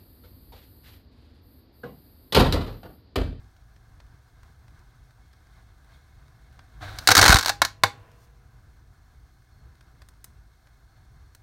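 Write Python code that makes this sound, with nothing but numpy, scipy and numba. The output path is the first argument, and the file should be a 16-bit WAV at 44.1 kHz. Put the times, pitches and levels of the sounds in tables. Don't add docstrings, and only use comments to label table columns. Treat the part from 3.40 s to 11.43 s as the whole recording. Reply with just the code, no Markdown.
import sys
import numpy as np
from scipy import signal
from scipy.fft import rfft, irfft
from scipy.io import wavfile
from scipy.ndimage import uniform_filter1d, minimum_filter1d
from numba import njit

SR = 44100
rng = np.random.default_rng(int(sys.argv[2]) if len(sys.argv) > 2 else 0)


def waveform_to_disk(signal):
    frames = np.transpose(np.atleast_2d(signal))
    scaled = np.clip(frames, -1, 1) * 32767
    samples = np.round(scaled).astype(np.int16)
    wavfile.write(sys.argv[1], SR, samples)


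N = 353946
T = np.arange(N) / SR
TOP_HZ = 16000


def undb(db):
    return 10 ** (np.asarray(db) / 20)


def unit(x):
    return x / np.sqrt(np.mean(x ** 2))


def fade(t, t60_s):
    return np.exp(-np.log(1000) * t / t60_s)


def spell(start_s, end_s, attack_s, t60_s):
    return np.clip((T - start_s) / attack_s, 0, 1) * fade(np.maximum(T - end_s, 0), t60_s)


def drift(rate_hz):
    step = SR // rate_hz
    stairs = np.repeat(rng.standard_normal(N // step + 1), step)
    return unit(uniform_filter1d(stairs, step)[:N])


def add(out, start_s, sound):
    i = int(start_s * SR)
    out[i:i + len(sound)] += sound[:N - i]


def through(x, impulse):
    return signal.fftconvolve(x, impulse)[:len(x)]


def on_log_axis(hz, table, column=1):
    table = np.asarray(table, float)
    return np.interp(np.log(np.maximum(hz, 1)), np.log(table[:, 0]), table[:, column])


def response(colour, resonances=(), size=4096):
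    hz = np.arange(size // 2 + 1) * SR / size
    humps_db = sum(db / (1 + (2 * (hz - centre) / width) ** 2) for centre, width, db in resonances)
    cepstrum = irfft(np.log(undb(on_log_axis(hz, colour) + humps_db)))
    cepstrum[1:size // 2] *= 2
    cepstrum[size // 2 + 1:] = 0
    return irfft(np.exp(rfft(cepstrum)))


def noise(colour, resonances=()):
    return unit(through(rng.standard_normal(N), response(colour, resonances)))


# centre in Hz, width in Hz, lift in dB.
FIREBOX = [(300, 25, 9), (486.4, 16, 8), (764, 160, 6.5), (829, 46, -9), (1468, 90, 1), (1570, 310, 5.5),
           (1870.4, 20, -5.5), (2197, 48, 5.5), (2686, 43, 6), (2910, 110, -5), (2970, 90, 4.5),
           (3808, 71, 5), (4270, 690, 4), (4660, 140, 2.5), (5560, 230, 4), (6200, 250, 1.5),
           (7550, 740, -3.5), (9472, 92, 0.5), (10470, 720, -6.5)]

def firebox_noise(colour):
    return noise(colour, FIREBOX)


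def walls(x, size=700):
    t = T[:size]
    echoes = rng.standard_normal(size) * fade(t, .025) * (t > .001)
    return x + undb(-11) * through(x, echoes / np.linalg.norm(echoes))


# time in seconds, vigour in dB.
VIGOUR = [(0, -1), (2.3, 1), (3.3, 3), (4.1, 2), (4.37, -9.5), (4.6, -2), (5.3, -1), (8.03, -.5)]
# peak time in seconds, added vigour in dB.
LEAPS = [(1.08, 3), (2.17, 3.5), (2.54, 4)]

def vigour_db(leap_s=.054):
    trend_db = np.interp(T, *np.transpose(VIGOUR))
    return trend_db + sum(db * np.exp(-((T - peak_s) / leap_s) ** 2) for peak_s, db in LEAPS)


# frequency in Hz, relative level in dB.
RUMBLE_COLOUR = [(12, -41.5), (20, -12.5), (35, -8.5), (55, 2.5), (87, -6), (123, -5), (177, -20),
                 (308, -24.5), (443, -29.5), (500, -32), (650, -57), (1100, -120)]
RUSH_COLOUR = [(250, -29.5), (450, -9.5), (600, -3.5), (760, 0), (950, -1), (1200, -1), (1500, -1),
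               (1900, -7), (2250, -11.5), (2800, -17.5), (4300, -18.5), (6300, -21), (15500, -35.5)]
SIZZLE_COLOUR = [(1200, -17.5), (1650, 1), (1850, -4.5), (2150, 3.5), (2700, -15.5), (3300, -1), (4400, -7),
                 (5000, -14.5), (9000, -13), (16000, -28)]

def flames():
    fire_db = vigour_db()
    flutter = drift(rate_hz=9)
    lick_db = 1.1 * flutter + drift(rate_hz=30)
    rumble = undb(-53 + .23 * fire_db + 1.7 * flutter) * noise(RUMBLE_COLOUR)
    rush = undb(-66.5 + .9 * fire_db + lick_db) * firebox_noise(RUSH_COLOUR)
    sizzle = undb(-76 + 1.5 * fire_db + 1.5 * drift(rate_hz=25)) * firebox_noise(SIZZLE_COLOUR)
    return rumble + walls(rush + sizzle)


# frequency in Hz, relative level in dB.
FIZZ_COLOUR = [(2500, -8), (4300, -1), (6500, 1), (7600, -1), (9500, -1), (10500, -2.5), (12000, -3),
               (16000, -6)]
# start in seconds, end in seconds, level at the end in dB.
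SHOWERS = [(3.279, 3.669, -55.5), (4.6, 4.85, -66.5)]

def embers():
    glow = undb(-74.5 + .2 * vigour_db())
    sparks = sum(undb(db) * spell(start_s, end_s, end_s - start_s, .12) ** 2
                 for start_s, end_s, db in SHOWERS)
    flicker = undb(.73 * drift(rate_hz=150))
    return np.hypot(glow, sparks) * flicker * firebox_noise(FIZZ_COLOUR)


def crack(impulse, t60_s, treble_db, split_hz, shock_db, size=4096):
    t = T[:size]
    clatter = rng.standard_normal(size) * fade(t, t60_s) * (1 - np.exp(-t / .0005))
    shock = undb(shock_db) * np.linalg.norm(clatter) * (t == 0)
    sound = through(shock + clatter, impulse)
    body = signal.sosfilt(signal.butter(4, split_hz, "low", fs=SR, output="sos"), sound)
    treble = signal.sosfilt(signal.butter(4, split_hz, "high", fs=SR, output="sos"), sound)
    return unit(body) + undb(treble_db) * unit(treble)


# frequency in Hz, relative level in dB.
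SNAP_COLOUR = [(300, -6.5), (750, 0.5), (1600, 6), (2700, -5), (4200, -2.5), (7000, -9.5), (9500, -5.5),
               (10800, -16.5), (13000, -8), (16000, -12)]
# start in seconds, relative level in dB, relative treble in dB.
SNAPS = [(0.165, -62, -15), (0.363, -60.5, -19), (0.602, -52, -24), (1.032, -56, -10), (1.281, -58.5, -17),
         (1.708, -61.5, -12), (1.935, -59.5, -18), (2.881, -60.5, -12), (3.192, -48, -24),
         (4.716, -60.5, -9), (6.409, -55, -13), (6.619, -50.5, -13), (6.687, -55.5, 1), (6.843, -50, 9),
         (7.271, -59, -15), (7.949, -54, 2.5)]

def twigs(tick_count=90):
    out, wood = np.zeros(N), response(SNAP_COLOUR)
    for start_s, db, treble_db in SNAPS:
        snap = crack(wood, t60_s=.023, treble_db=treble_db - .5, split_hz=6000, shock_db=-6)
        add(out, start_s, undb(db - 12.5) * snap)
    for when, size in rng.random((tick_count, 2)):
        tick = crack(wood, t60_s=.02, treble_db=-8, split_hz=6000, shock_db=-8.5)
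        tick_db = -88.5 + 12.5 * size ** 5
        add(out, when * N / SR, undb(tick_db) * tick)
    return out


# frequency in Hz, relative level in dB.
HISS_COLOUR = [(200, -25), (300, -12.5), (450, -16.5), (700, -2.5), (1000, -7.5), (1500, -4.5), (2200, -11),
               (2600, -17.5), (3700, -11.5), (5000, -21.5), (9000, -27.5), (16000, -36.5)]
ROAR_COLOUR = [(25, -9), (50, 3), (105, 12), (165, -9.5), (220, -7), (310, -8.5), (500, -17.5),
               (1000, -58.5)]
DRAUGHT_COLOUR = [(15, -15), (30, 0), (60, 0), (110, -18), (400, -50)]
# start and end in seconds, hiss, roar and draught in dB.
BURNS = [(3.402, 3.676, -40.5, -46, -45.5), (3.68, 3.71, -27.5, -27.5, -41),
         (3.761, 3.939, -21.5, -24, -42.5)]

def flare(attack_s=.025, sag_db_per_s=36):
    hiss = roar = draught = 0
    for start_s, end_s, hiss_db, roar_db, draught_db in BURNS:
        sag_db = sag_db_per_s * np.maximum(T - start_s, 0)
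        hiss += undb(hiss_db - sag_db) * spell(start_s, end_s, attack_s, t60_s=.12)
        blaze = spell(start_s, end_s, attack_s, t60_s=.25)
        roar += undb(roar_db) * blaze
        draught += undb(draught_db) * blaze
    sputter = undb(1.1 * drift(rate_hz=90))
    return (hiss * sputter * firebox_noise(HISS_COLOUR)
            + roar * firebox_noise(ROAR_COLOUR)
            + draught * noise(DRAUGHT_COLOUR))


# frequency in Hz, relative level in dB.
POP_COLOUR = [(100, -22), (160, -24.5), (300, -14.5), (550, -11.5), (750, -6.5), (1000, -3.5), (1600, -9),
              (2000, -8.5), (2700, -16.5), (4200, -8.5), (5100, -11), (6500, -10.5), (10000, -17.5),
              (13500, -20.5), (16000, -28)]

def pop(relative_db, treble_db, detune):
    bark_hz = 1527 * (1 + .05 * detune)
    impulse = response(POP_COLOUR, [*FIREBOX, (bark_hz, 440, 7)])
    burst = crack(impulse, t60_s=.026, treble_db=treble_db, split_hz=3000, shock_db=-2.5)
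    return undb(relative_db - 12.5) * burst


# start in seconds, relative level in dB, treble against body in dB.
POPS = [(3.587, -36.5, 4.5), (3.6738, -13, 5.5), (3.6883, -6.5, -6), (3.706, -15.5, -2), (3.715, -8.5, -2),
        (3.719, -13, -1), (3.752, -10.5, 1), (3.768, -7, -1), (3.7776, -14.5, 7), (3.789, -9, -7.5),
        (3.794, -13.5, -0.5), (3.814, -17.5, 4), (3.817, -13.5, 0), (3.8274, -4.5, -6), (3.841, -14.5, 0),
        (3.854, -11, -7), (3.861, -8.5, -5.5), (3.88, -9, -1.5), (3.893, -11.5, -3), (3.903, -9, -6),
        (3.921, -12, -7), (3.926, -5.5, -6.5), (3.9436, -14.5, 1.5), (3.958, -12.5, -7), (3.968, -16.5, -3),
        (3.9866, -22.5, 2.5), (3.9937, -24.5, -1), (4.01, -29, 2), (4.028, -30.5, 2.5), (4.0327, -28, -4),
        (4.0475, -30.5, 0.5), (4.06, -22.5, 2.5), (4.074, -29, 0.5), (4.082, -23.5, 0.5),
        (4.0938, -22.5, 3), (4.098, -20.5, -5), (4.2185, -8.5, -7.5), (4.25, -24, 2.5), (4.4358, -8, -7.5)]

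def volley(lesser_count=5, thick_s=(3.868, 3.935)):
    out = np.zeros(N)
    for k, (jitter, size, detune) in enumerate(rng.standard_normal((lesser_count, 3))):
        start_s = np.interp(k + .2 * jitter, [0, lesser_count - 1], thick_s)
        add(out, start_s, pop(-17.5 + 2 * size, treble_db=-1.5, detune=detune))
    for start_s, db, treble_db in POPS:
        add(out, start_s, pop(db, treble_db, detune=rng.standard_normal()))
    return out


# frequency in Hz, level in dB for a 0 dB blast, t60 in seconds.
IRON_MODES = [(103, -38, 0.81), (307, -47.5, 0.31), (400, -62, 1.2), (476, -59, 2.2), (665, -59.5, 1.5),
              (813, -28, 0.25), (799, -60, 0.99), (1000, -60, 1.5), (1040, -60.5, 1.8), (1110, -59, 1.1),
              (1459, -62, .6), (1790, -61, .7), (2680, -67, 1.3)]
# time in seconds, strength in dB.
BLASTS = [(3.769, -15), (3.898, -16), (4.098, -3.5), (4.217, -10), (4.436, -0.5)]

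def ironwork():
    t, blows = T[:2 * SR], np.zeros(N)
    for start_s, db in BLASTS:
        add(blows, start_s, undb([db]))
    modes = sum(undb(db) * fade(t, t60_s) * np.sin(2 * np.pi * hz * t) for hz, db, t60_s in IRON_MODES)
    wash = noise([(100, -6), (300, -.5), (1200, -2), (2700, -9.5), (6000, -30.5)])[:len(t)]
    return through(blows, modes + undb(-54) * fade(t, 1.8) * wash)


# start in seconds, level in dB, first and last pitch in Hz, t60 in seconds.
GUSTS = [(3.782, -15, 240.1, 80, 0.059), (3.897, -2.5, 191.7, 41.84, .09), (3.948, -4.5, 150, 40, 0.057),
         (4.219, -34, 215.6, 110.5, .12), (4.436, -26.5, 222.5, 97.6, 0.25)]

def gusts(glide_s=.0034):
    out, t = np.zeros(N), T[:SR // 4]
    for start_s, db, first_hz, last_hz, t60_s in GUSTS:
        hz = last_hz + (first_hz - last_hz) * np.exp(-t / glide_s)
        swing = -np.sin(2 * np.pi * np.cumsum(hz) / SR)
        add(out, start_s, undb(db) * fade(t, t60_s) * swing)
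    return out


def steam(start_s=4.86, rise_s=1.2):
    swell = np.clip((T - start_s) / rise_s, 0, 1)
    level_db = -85 + 3.8 * drift(rate_hz=8)
    whistle = noise([(2500, -24), (4300, .5), (7000, -39)], resonances=[(4320, 260, 37)])
    return swell * undb(level_db) * whistle


# frequency in Hz, relative level in dB, t60 in seconds.
ROOM = [(100, -5.5, 0.82), (300, -8.5, 0.1), (800, -11, 0.1), (1700, -15, 0.22), (4500, -13, 0.23),
        (9000, -15.5, 0.16), (15000, -16, 0.19)]

def room(x, octaves=9, build_s=.0033):
    t, tail = T[:SR], 0
    for upper_hz in TOP_HZ / 2 ** np.arange(octaves):
        centre_hz = upper_hz / np.sqrt(2)
        octave = signal.butter(3, [upper_hz / 2, upper_hz], "band", fs=SR, output="sos")
        t60_s = on_log_axis(centre_hz, ROOM, column=2)
        envelope = fade(t, t60_s) * (1 - np.exp(-t / build_s))
        band = unit(signal.sosfilt(octave, rng.standard_normal(SR)) * envelope)
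        tail += undb(on_log_axis(centre_hz, ROOM)) * band * np.sqrt(upper_hz) / SR
    return through(x, tail)


def scene():
    cracks = volley() + twigs()
    firework = ironwork() + gusts() + flare()
    fire = walls(embers()) + flames() + steam()
    return (cracks + room(cracks) + firework + fire)[None]


@njit
def peak_follower(x, release_s):
    decay = np.exp(-1 / (release_s * SR))
    out, held = np.empty(len(x)), 0.
    for i in range(len(x)):
        held = max(abs(x[i]), held * decay)
        out[i] = held
    return out


def record(dry, ceiling=1.5, window_samples=45, clip_level=.92):
    peak = peak_follower(dry[0], release_s=.0088)
    gain = minimum_filter1d(ceiling / np.maximum(peak, ceiling), window_samples)
    limited = dry * uniform_filter1d(gain, window_samples)
    rounded = limited / (1 + (limited / clip_level) ** 4) ** (1 / 4)
    lowpass = signal.ellip(10, .2, 85, TOP_HZ, fs=SR, output="sos")
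    return signal.sosfilt(lowpass, rounded)


dry = scene()
out = record(dry)
waveform_to_disk(out)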